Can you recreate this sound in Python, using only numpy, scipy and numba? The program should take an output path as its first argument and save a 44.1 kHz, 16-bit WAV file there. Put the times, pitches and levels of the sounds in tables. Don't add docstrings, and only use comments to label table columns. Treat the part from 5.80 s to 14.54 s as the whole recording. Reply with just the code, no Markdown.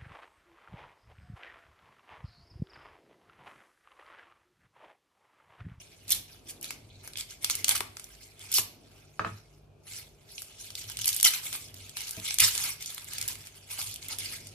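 import sys
import numpy as np
from scipy import signal
from scipy.fft import rfft, irfft, next_fast_len
from scipy.io import wavfile
from scipy.ndimage import uniform_filter1d
from numba import njit

SR = 44100
rng = np.random.default_rng(int(sys.argv[2]) if len(sys.argv) > 2 else 0)


def digitize_waveform(pressure):
    field = np.atleast_2d(pressure).T
    bounded = np.clip(field, -1, 1)
    quanta = np.round(bounded * 32767).astype(np.int16)
    wavfile.write(sys.argv[1], SR, quanta)


N = 385434
TIME = np.arange(N) / SR
TOP_HZ = 14500

# (start [s], end [s], level [dB], body under 2 kHz [dB], brightness [dB per octave])
STROKES = [(0.271, 0.361, -37, 1, 1), (0.464, 0.558, -54.5, 3, -2), (0.65, 0.713, -51, -6, -3.5),
           (0.812, 0.922, -45.5, -7, -5.5), (1.077, 1.212, -63, -38, -15), (1.223, 1.285, -47.5, 5.5, -1),
           (1.353, 1.401, -40, -5, -3.5), (1.478, 1.528, -46.5, -7.5, -5), (1.607, 1.82, -42, -3, -3),
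           (1.854, 1.99, -40, 4, 0), (2.15, 2.34, -56, 11, 1), (2.389, 2.459, -53.5, -3, -1.5),
           (2.593, 2.71, -48, 0, -4), (2.708, 2.805, -35.5, -3, -0.5), (3.093, 3.253, -61, 3, -4),
           (3.446, 3.578, -55.5, 6, -2.5), (4.091, 4.206, -43.5, -3, -1.5), (4.492, 4.633, -48, -3, 0.5),
           (4.778, 4.88, -46, -4, -0.5), (4.954, 5.038, -42, -8, -2.5), (5.067, 5.113, -41.5, -3, -3),
           (5.171, 5.39, -38, -9, -2.5), (5.456, 5.573, -34, 3.5, 0), (5.612, 5.685, -38, 5.5, 1.5),
           (5.69, 5.852, -47.5, -7, -0.5), (5.947, 6.066, -50, -5, -1.5), (6.152, 6.283, -39.5, -1, -1.5),
           (6.311, 6.44, -45, 6, -1), (6.43, 6.523, -34.5, -7, -3), (6.619, 6.737, -35, -11, -4),
           (6.73, 6.891, -31.5, 3.5, -0.5), (6.99, 7.073, -42, -5, -2.5), (7.078, 7.122, -40, 0.5, 0),
           (7.15, 7.232, -47.5, 5, -1), (7.256, 7.489, -42, 5, -1), (7.483, 7.512, -34.5, 0.5, -0.5),
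           (7.566, 7.675, -51, 6, -0.5), (7.736, 7.772, -53, 10, 3), (7.886, 7.97, -40.5, 1, -0.5),
           (7.967, 8.034, -36, 3.5, -0.5), (8.054, 8.117, -43.5, -9, -3.5), (8.203, 8.264, -44, -2, -3),
           (8.28, 8.325, -36, 3, -2), (8.38, 8.488, -37.5, -8, -5.5), (8.476, 8.57, -42, -3, -3),
           (8.63, 8.69, -52, -11, -1.5)]
# (time [s], level [dB])
HOLD = [(0, -57.5), (.65, -66.5), (2.3, -58), (3.0, -65), (3.77, -67.5), (3.92, -91), (4.02, -77.5),
        (4.075, -52), (4.2, -56), (4.36, -70), (4.5, -56), (4.8, -55), (7.75, -56), (8.74, -55.5)]
# (time [s],
# level [dB], body under 2 kHz [dB], brightness [dB per octave])
SNAPS = [(.2804, -43, 0, 2), (.293, -38, -4, 2), (.305, -23, -2, 10), (.32, -18.5, -5, 5.5),
         (.8121, -43.5, -2, 9), (.8283, -37, -1, 8), (.8437, -35.5, -8, -1), (.9065, -33, 7.5, -1),
         (1.2759, -40, 17, 3), (1.3344, -45.5, -8, -5), (1.3565, -40, -14, -18), (1.3721, -34.5, -10, 0),
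         (1.409, -34, -13, -4), (1.6305, -42, -7, 7), (1.6449, -22, -3, -1.5), (1.6987, -25, 4.5, 0),
         (1.7528, -27.5, 0, 4.5), (1.8442, -21.5, -9, -4), (1.882, -23, 2, 3), (1.892, -16.5, 6, 2.5),
         (1.9102, -28, -8, -8), (1.9545, -29, 6, 6), (1.9776, -33, 7, 5), (2.0059, -27, 12, -1.5),
         (2.1689, -39.5, 7, -3.5), (2.1966, -40.5, 8, -1.5), (2.2419, -42.5, -10, 3),
         (2.5937, -49.5, 1, 1.5), (2.7173, -30, 4, 10), (2.726, -29, -16, 1), (2.7405, -21, -15, 8),
         (2.7848, -24.5, 11.5, 2.5), (4.5803, -39, -22, -14), (4.6195, -37.5, 12, 5.5),
         (4.9039, -41.5, 2, -5), (4.9531, -34, -23, -4.5), (5.0989, -36.5, 12, 4), (5.1704, -33, -12, -1.5),
         (5.1897, -35, 7, 0.5), (5.2124, -35, -21, -1), (5.217, -31.5, -11, -2), (5.2438, -30.5, -13, -1),
         (5.2568, -24, 4, 6), (5.2785, -20, 1, 3), (5.2896, -25, -13, 0), (5.3295, -30.5, -18, -1.5),
         (5.345, -29.5, -10, 9), (5.3638, -27, -13, 7), (5.3995, -28.5, -2, -0.5), (5.4101, -30.5, -6, 1),
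         (5.429, -16.5, 3, 4), (5.4492, -14, 5, 6.5), (5.537, -35, 5, -2), (5.7282, -33.5, 2, 0),
         (5.7514, -37, 0, -8.5), (5.9422, -44.5, -11, 1), (6.0943, -43.5, -7, 0.5),
         (6.1692, -33.5, 2, -1.5), (6.2062, -36, -6, -1), (6.2165, -38.5, -11, 1), (6.293, -38, 0, -1),
         (6.309, -32, -14, 8), (6.3669, -42, -5, -4), (6.5074, -30, -7, -6.5), (6.542, -29, -5, 2),
         (6.5857, -21.5, -1, 0), (6.6024, -14, -13, 3.5), (6.7518, -30, -16, -2), (7.0254, -39.5, -9, 0),
         (7.0597, -34.5, -5, 4), (7.1462, -37.5, -3, 7), (7.1798, -38.5, 10, -0.5), (7.244, -42, 10, 16),
         (7.3343, -35, 4, 1), (7.3826, -32, -4, 0), (7.4134, -29.5, -14, -0.5), (7.4256, -33, 2, 0),
         (7.4787, -28, 1, 8), (7.4849, -30.5, 0, 2), (7.5546, -44, 3, -3), (7.6706, -43.5, 6, -1),
         (7.9287, -43.5, -6, -4), (8.0154, -33.5, 1, -0.5), (8.0721, -39, -8, -1), (8.1409, -39, -12, 3),
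         (8.1596, -38, -14, -2), (8.2272, -43, -20, -9), (8.2847, -35.5, -10, 6), (8.3857, -32, 1, 4),
         (8.67, -43.5, -11, -1)]
# (start [s], end [s], level [dB], body [dB], brightness [dB per octave],
# husk resonance at the start [Hz], its lift [dB])
TEARS = [(0.306, 0.328, -28, -9.5, 0.5, 2220, 1), (0.683, 0.71, -42, 2, 4.5, 3620, -13),
         (1.703, 1.712, -26.5, -3, 1.5, 4450, -5), (1.892, 1.924, -30.5, 8, 0.5, 3280, 7),
         (1.948, 1.965, -30.5, 3.5, 0, 3080, -2), (2.741, 2.794, -26.5, -12, 0, 3000, -4),
         (5.268, 5.3, -31, -3.5, 1, 3320, -6), (5.441, 5.47, -19, -4.5, 1, 3150, 5.5),
         (5.45, 5.484, -23, 2, 2.5, 2010, 13), (5.533, 5.555, -33.5, 0, 0, 2110, 5),
         (5.722, 5.763, -39, 10.5, 3, 2420, -2), (6.595, 6.647, -21.5, -3, -0.5, 2020, 5),
         (6.644, 6.686, -28.5, 3, 3, 3060, 0)]
# (multiple of the lowest [ratio], level [dB])
HUSK_MODES = [(1, 2), (1.52, -7.5), (1.9, -5.5)]
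# (frequency [Hz], level [dB])
SKIN_COLOUR = [(150, -27), (400, -22), (650, -18), (950, -12), (1400, -10), (1800, -9), (2300, -3),
               (2700, -5), (3200, -3), (4800, -1.5), (7500, -1), (11000, 0), (14000, -4.5)]
# (time [s], level [dB], contact softness as a cut-off [Hz])
BLADE_KNOCKS = [(2.0068, -29, 1750), (2.784, -33.5, 1280)]
# (rough frequency [Hz], time to fall 60 dB [s], level [dB])
KNIFE_MODES = [(384, 0.045, -8.5), (1004, 0.033, -6.5), (1130, 0.018, 1), (1326, 0.011, 0)]
# (time [s], level [dB], contact softness as a cut-off [Hz])
CLOVE_KNOCKS = [(3.3944, -22, 2530), (3.4475, -25, 2950), (3.4655, -36, 2180), (3.475, -38, 2600)]
# (rough frequency [Hz], time to fall 60 dB [s], level [dB])
CLOVE_MODES = [(416, 0.13, -23.5), (640, 0.02, -16), (970, 0.028, -16), (1260, 0.013, 2),
               (1470, 0.0034, 10), (2120, 0.0041, -3), (3500, 0.005, -25)]
# (time [s], level [dB], contact softness as a cut-off [Hz])
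BUMPS = [(.329, -54, 131), (1.385, -75, 130), (2.785, -48.5, 900), (3.398, -42.5, 1000), (3.452, -41, 800),
         (3.51, -45, 131), (6.368, -44.5, 690), (6.612, -42, 124), (8.03, -66, 130)]
# (rough frequency [Hz], time to fall 60 dB [s], level [dB])
TABLE_MODES = [(83.6, .25, -5), (102.9, 0.28, 8.5), (180, 0.22, 4.5), (230.7, 0.23, 2), (320, 0.2, 1.5),
               (445, 0.18, 0), (652, 0.14, 7.5)]
# (middle [s], length [s], dull rubbing [dB], table rumble [dB])
GRIPS = [(0.345, 0.25, -59.5, -52), (0.826, 0.65, -57, -69), (1.22, 0.69, -64.5, -55.5),
         (1.88, 0.79, -57.5, -53.5), (2.935, 0.75, -61, -69), (4.25, 0.38, -68, -57),
         (5.121, 0.79, -65, -52.5), (5.908, 0.76, -61.5, -56), (6.738, 0.78, -64, -55.5),
         (7.465, 0.49, -62, -52), (8.113, 0.44, -72, -54.5), (8.5, 1, -59.5, -56)]
# (frequency [Hz], level [dB])
RUB_COLOUR = [(110, -28.5), (180, -8.5), (228, -0.5), (300, -2.5), (450, -7.5), (800, -14.0), (2500, -41.0)]
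# (frequency [Hz], level [dB])
RUMBLE_COLOUR = [(30, -25.0), (55, -4.5), (75, -10.5), (102, 3.5), (160, -16.5), (600, -56.5)]
# (frequency [Hz], level [dB])
HUM = [(49, -70.5), (98, -68), (148, -70)]
# (frequency [Hz], level [dB])
AIR_COLOUR = [(25, -31), (37, -14), (50, -3), (75, -3.5), (105, -7), (170, -9.5), (310, -13), (410, -6.5),
              (520, -16), (650, -11), (950, -22), (1500, -26.5), (2100, -37.5), (2400, -24), (3000, -31.5),
              (14000, -46.5)]

STROKE_ATTACK_S, STROKE_RELEASE_S, STROKE_ARCH_DB = 0.024, 0.03, 1.5
HOLD_BODY_DB, HOLD_BRIGHT_DB_PER_OCT = -1.5, -4
PEAK_HZ, PEAK_Q, PEAK_DB, PEAK_DRIFT_OCT = 2450, 6, -8.5, 0.12
TICK_TRIES_PER_S, TICK_FROM_DB = 12, -54
TICK_DB, TICK_SPREAD_DB, TICK_BODY_DB, TICK_BRIGHT_SPREAD_DB_PER_OCT = -1.5, 6.5, -12.5, 5
HUSK_Q, HUSK_SAG_OCT_PER_S = 13, 1.4
REST_RUB_DB, REST_LEAN_DB = -73, -68


def strokes():
    power = undb(np.interp(TIME, *np.transpose(HOLD))) ** 2
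    body = power * HOLD_BODY_DB
    bright = power * HOLD_BRIGHT_DB_PER_OCT
    t = np.arange(SR // 2) / SR
    for start, end, db, body_db, tilt_db in STROKES:
        length = end - start
        arch = np.sin(np.pi * np.minimum(t / length, 1)) - 1
        attack = np.minimum(t / STROKE_ATTACK_S, 1)
        release = np.exp(-np.maximum(t - length, 0) / STROKE_RELEASE_S)
        stroke = (attack * release * undb(db + STROKE_ARCH_DB * arch)) ** 2
        add(power, start, stroke)
        add(body, start, stroke * body_db)
        add(bright, start, stroke * tilt_db)
    return 10 * np.log10(power), body / power, bright / power


def rustle(db, body_db, tilt_db):
    clicks = unit(fractures(N, rate=700, spread_db=1.0) + 0.9 * rng.standard_normal((2, N)))
    peak_hz = PEAK_HZ * 2 ** (PEAK_DRIFT_OCT * walk(2.6))
    clicks = clicks + undb(PEAK_DB) * moving_resonance(clicks, peak_hz, PEAK_Q)
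    n = next_fast_len(N)
    spectrum = rfft(clicks, n)
    hz = np.arange(n // 2 + 1) * SR / n
    colour = skin_gain(hz, 0, 0)
    centres = np.geomspace(900, TOP_HZ, num=8)
    out, power = 0, 0
    for centre, pick in zip(centres, np.eye(len(centres))):
        band = np.interp(np.log(hz + 1), np.log(centres), pick) * colour
        gain = skin_gain(centre, body_db, tilt_db) / skin_gain(centre, 0, 0)
        out = out + gain * irfft(spectrum * band, n)[:, :N]
        power = power + gain ** 2 * np.mean(band * colour)
    flutter_db = 0.78 * walk(90)
    return out / np.sqrt(power) * undb(db - 2.5 + flutter_db)


def snaps(table):
    rise_s, ring_s, crumble_s = .001, 0.0013, 0.015
    out = np.zeros((2, N))
    t = np.arange(SR // 20) / SR - .004
    for s, db, body_db, tilt_db in table:
        age = np.maximum(t, 0)
        opening = np.exp(2 * np.minimum(t, 0) / rise_s)
        noise = rng.standard_normal(len(t)) + 2.2 * rng.standard_normal((2, len(t)))
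        crack = noise * np.exp(-age / ring_s)
        crumbs = fractures(len(t), rate=1500, spread_db=1.5) * np.exp(-age / crumble_s) * undb(-17)
        flake_hz = 2800 * 4 ** rng.random()

        def colour(hz):
            flake_db = 5 / (1 + (6 * (hz / flake_hz - 1)) ** 2)
            return skin_gain(hz, body_db, tilt_db) * undb(flake_db)

        x = shape((crack + crumbs) * opening, colour)
        energy = np.sum(x ** 2) / (2 * .003 * SR)
        add(out, s + t[0] + rise_s / 2, x / np.sqrt(energy) * undb(db + 3.5))
    return out


def ticks(rub_db):
    rows = []
    for when, size, colour in rng.random((int(TICK_TRIES_PER_S * N / SR), 3)):
        db = rub_db[int(when * N)]
        if db > TICK_FROM_DB:
            level_db = db + TICK_DB + TICK_SPREAD_DB * (2 * size - 1)
            tilt_db = TICK_BRIGHT_SPREAD_DB_PER_OCT * (2 * colour - 1)
            rows.append((when * N / SR, level_db, TICK_BODY_DB, tilt_db))
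    return rows


def tears():
    out = np.zeros((2, N))
    t = np.arange(SR // 8) / SR
    for start, end, db, body_db, tilt_db, husk_hz, husk_db in TEARS:
        release = np.exp(-np.maximum(t - (end - start), 0) / 0.0074)
        pull = np.minimum(t / 0.0033, 1) * release
        fibres = fractures(len(t), rate=2400, spread_db=0.5)
        hz = husk_hz * 2 ** (-HUSK_SAG_OCT_PER_S * t)
        husk = 0
        for multiple, mode_db in HUSK_MODES:
            husk = husk + undb(husk_db + mode_db) * moving_resonance(fibres, multiple * hz, HUSK_Q)
        x = shape(unit(fibres + husk) * pull, lambda hz: skin_gain(hz, body_db, tilt_db))
        add(out, start, x * undb(db + 1.0))
    return out


def fractures(n, rate, spread_db, ring_s=0.00056, apart=0.89):
    happens = rng.random(n) < rate / SR
    size = undb(spread_db * np.minimum(rng.exponential(size=n), 3.5)) * happens
    pole = np.exp(-2 / (ring_s * SR))
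    energy = signal.lfilter([1], np.poly([pole, pole]), size ** 2)
    noise = rng.standard_normal(n) + apart * rng.standard_normal((2, n))
    return unit(np.sqrt(np.abs(energy)) * noise)


def skin_gain(hz, body_db, tilt_db):
    body = 1 / (1 + (hz / 2100) ** 6)
    octaves = np.log2(np.clip(hz, 2500, TOP_HZ) / 6500)
    return contour(SKIN_COLOUR, hz) * undb(body_db * body + tilt_db * octaves) * (hz < TOP_HZ + 1000)


def flicker(x, depth_db, rate, count=20):
    n = next_fast_len(N)
    spectrum = rfft(x, n)
    hz = np.arange(n // 2 + 1) * SR / n
    place = np.interp(np.log(hz + 1), np.log([700, TOP_HZ]), [0, count - 1])
    out = 0
    for k in range(count):
        band = irfft(spectrum * np.maximum(1 - abs(place - k), 0), n)[:, :N]
        out = out + band * undb(depth_db * walk(rate))
    return out


def blade_knocks():
    return blows(BLADE_KNOCKS, KNIFE_MODES, rise_s=0.00042, span_s=0.0027, contact_db=-23)


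def clove_drop():
    return blows(CLOVE_KNOCKS, CLOVE_MODES, rise_s=0.00032, span_s=0.0025, contact_db=-5)


def table_bumps():
    return blows(BUMPS, TABLE_MODES, rise_s=0.0065, span_s=.03, contact_db=-11.0)


def blows(table, modes, rise_s, span_s, contact_db):
    out = np.zeros(N)
    t = np.arange(SR // 2) / SR
    for s, db, soft_hz in table:
        ring = 0
        for hz, t60, mode_db in modes:
            pitch = hz * (1 + 0.014 * rng.standard_normal())
            ring = ring + undb(mode_db - 60 * t / t60) * np.sin(2 * np.pi * pitch * t)
        contact = undb(contact_db) * rng.standard_normal(len(t)) * np.exp(-t / 0.005)
        onset = 1 - np.exp(-(t / rise_s) ** 2)
        blow = lowpass((ring + contact) * onset, soft_hz)
        add(out, s, blow * undb(db) / np.std(blow[:int(span_s * SR)]))
    return out


def room(x, near_db=-7, near_s=0.032, far_db=-10.0, low_t60=0.39, high_t60=0.28):
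    t = np.arange(SR // 2) / SR
    near, far = rng.standard_normal((2, 2, len(t)))
    near = near * undb(-60 * t / near_s) * (t > .001)
    low = lowpass(far, 5200)
    far = low * undb(-60 * t / low_t60) + (far - low) * undb(-60 * t / high_t60)
    far = far * np.clip(t / 0.0072 - .5, 0, 1)
    response = (undb(near_db) * unit(near) + undb(far_db) * unit(far)) / np.sqrt(len(t))
    return signal.fftconvolve(x, response, axes=1)[:, :N]


def grips():
    rub, lean = undb(REST_RUB_DB) ** 2, undb(REST_LEAN_DB) ** 2
    for middle, length, rub_db, lean_db in GRIPS:
        swell = np.cos(np.pi * np.clip((TIME - middle) / length, -.5, .5))
        rub = rub + (swell * undb(rub_db)) ** 2
        lean = lean + (swell * undb(lean_db)) ** 2
    return 10 * np.log10(rub), 10 * np.log10(lean)


def shifting_hands():
    rub_db, lean_db = grips()
    rub = rng.standard_normal(N) + 0.51 * rng.standard_normal((2, N))
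    rub = unit(shape(rub, lambda hz: contour(RUB_COLOUR, hz)))
    rumble = shape(rng.standard_normal(N), lambda hz: contour(RUMBLE_COLOUR, hz))
    return rub * undb(rub_db - 1) + rumble * undb(lean_db - 1)


def appliance_hum():
    out = 0
    for hz, db in HUM:
        tone = np.sqrt(2) * np.sin(2 * np.pi * hz * TIME + 0.59 * walk(3.1))
        out = out + undb(db + 2 * walk(5.5)) * tone
    return out


def room_air():
    mid, side = shape(rng.standard_normal((2, N)), lambda hz: contour(AIR_COLOUR, hz))
    side = side - 0.59 * lowpass(side, 450, order=1)
    air = mid + 0.76 * side * np.array([[1], [-1]])
    return undb(-63.5 + 0.2 * walk(6.5)) * air


def undb(db):
    return 10 ** (np.asarray(db) / 20)


def unit(x):
    return x / np.sqrt(np.mean(x ** 2) + 1e-18)


def add(out, s, x):
    i = max(int(s * SR), 0)
    out[..., i:i + x.shape[-1]] += x[..., :max(N - i, 0)]


def contour(points, hz):
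    f, db = np.transpose(points)
    return undb(np.interp(np.log(hz + 1), np.log(f), db))


def shape(x, gain):
    n = next_fast_len(x.shape[-1])
    g = gain(np.arange(n // 2 + 1) * SR / n)
    return irfft(rfft(x, n) * unit(g), n)[..., :x.shape[-1]]


def lowpass(x, hz, order=2):
    return signal.sosfilt(signal.butter(order, min(hz, .45 * SR), fs=SR, output="sos"), x)


def walk(rate):
    k = int(SR / rate)
    steps = np.repeat(rng.standard_normal(N // k + 1), k)
    return 2.12 * uniform_filter1d(uniform_filter1d(steps, k), k)[:N]


@njit
def resonate(x, hz, q):
    y, b, l = np.empty(len(x)), 0., 0.
    for i in range(len(x)):
        g = np.tan(np.pi * min(hz[i], .45 * SR) / SR)
        v = (b + g * (x[i] - l)) / (1 + g * (g + 1 / q))
        b, l, y[i] = 2 * v - b, l + 2 * g * v, v / q
    return y


def moving_resonance(x, hz, q):
    return np.array([resonate(side, hz, float(q)) for side in x])


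def scene():
    rub_db, body_db, bright_db = strokes()
    crackle = flicker(rustle(rub_db, body_db, bright_db) + tears(), depth_db=2.6, rate=80)
    skin = crackle + snaps(SNAPS + ticks(rub_db))
    hands = skin + blade_knocks()
    clove = clove_drop()
    near = hands + clove
    direct = np.array([near[0], np.roll(near[1], shift=2)])
    mat_echo = room(np.array([clove, clove]), near_db=-4.5, near_s=0.14,
                    far_db=-1.5, low_t60=0.2, high_t60=0.35)
    walls = room(hands) + mat_echo
    sides = undb([[-.5], [.5]])
    background = shifting_hands() + appliance_hum() + room_air()
    return (direct + walls) * sides + table_bumps() + background


def record(dry):
    rounded = np.tanh(1.3 * dry) / 1.3
    return signal.sosfilt(signal.ellip(12, .2, 80, TOP_HZ, fs=SR, output="sos"), rounded)


dry = scene()
out = record(dry)
digitize_waveform(out)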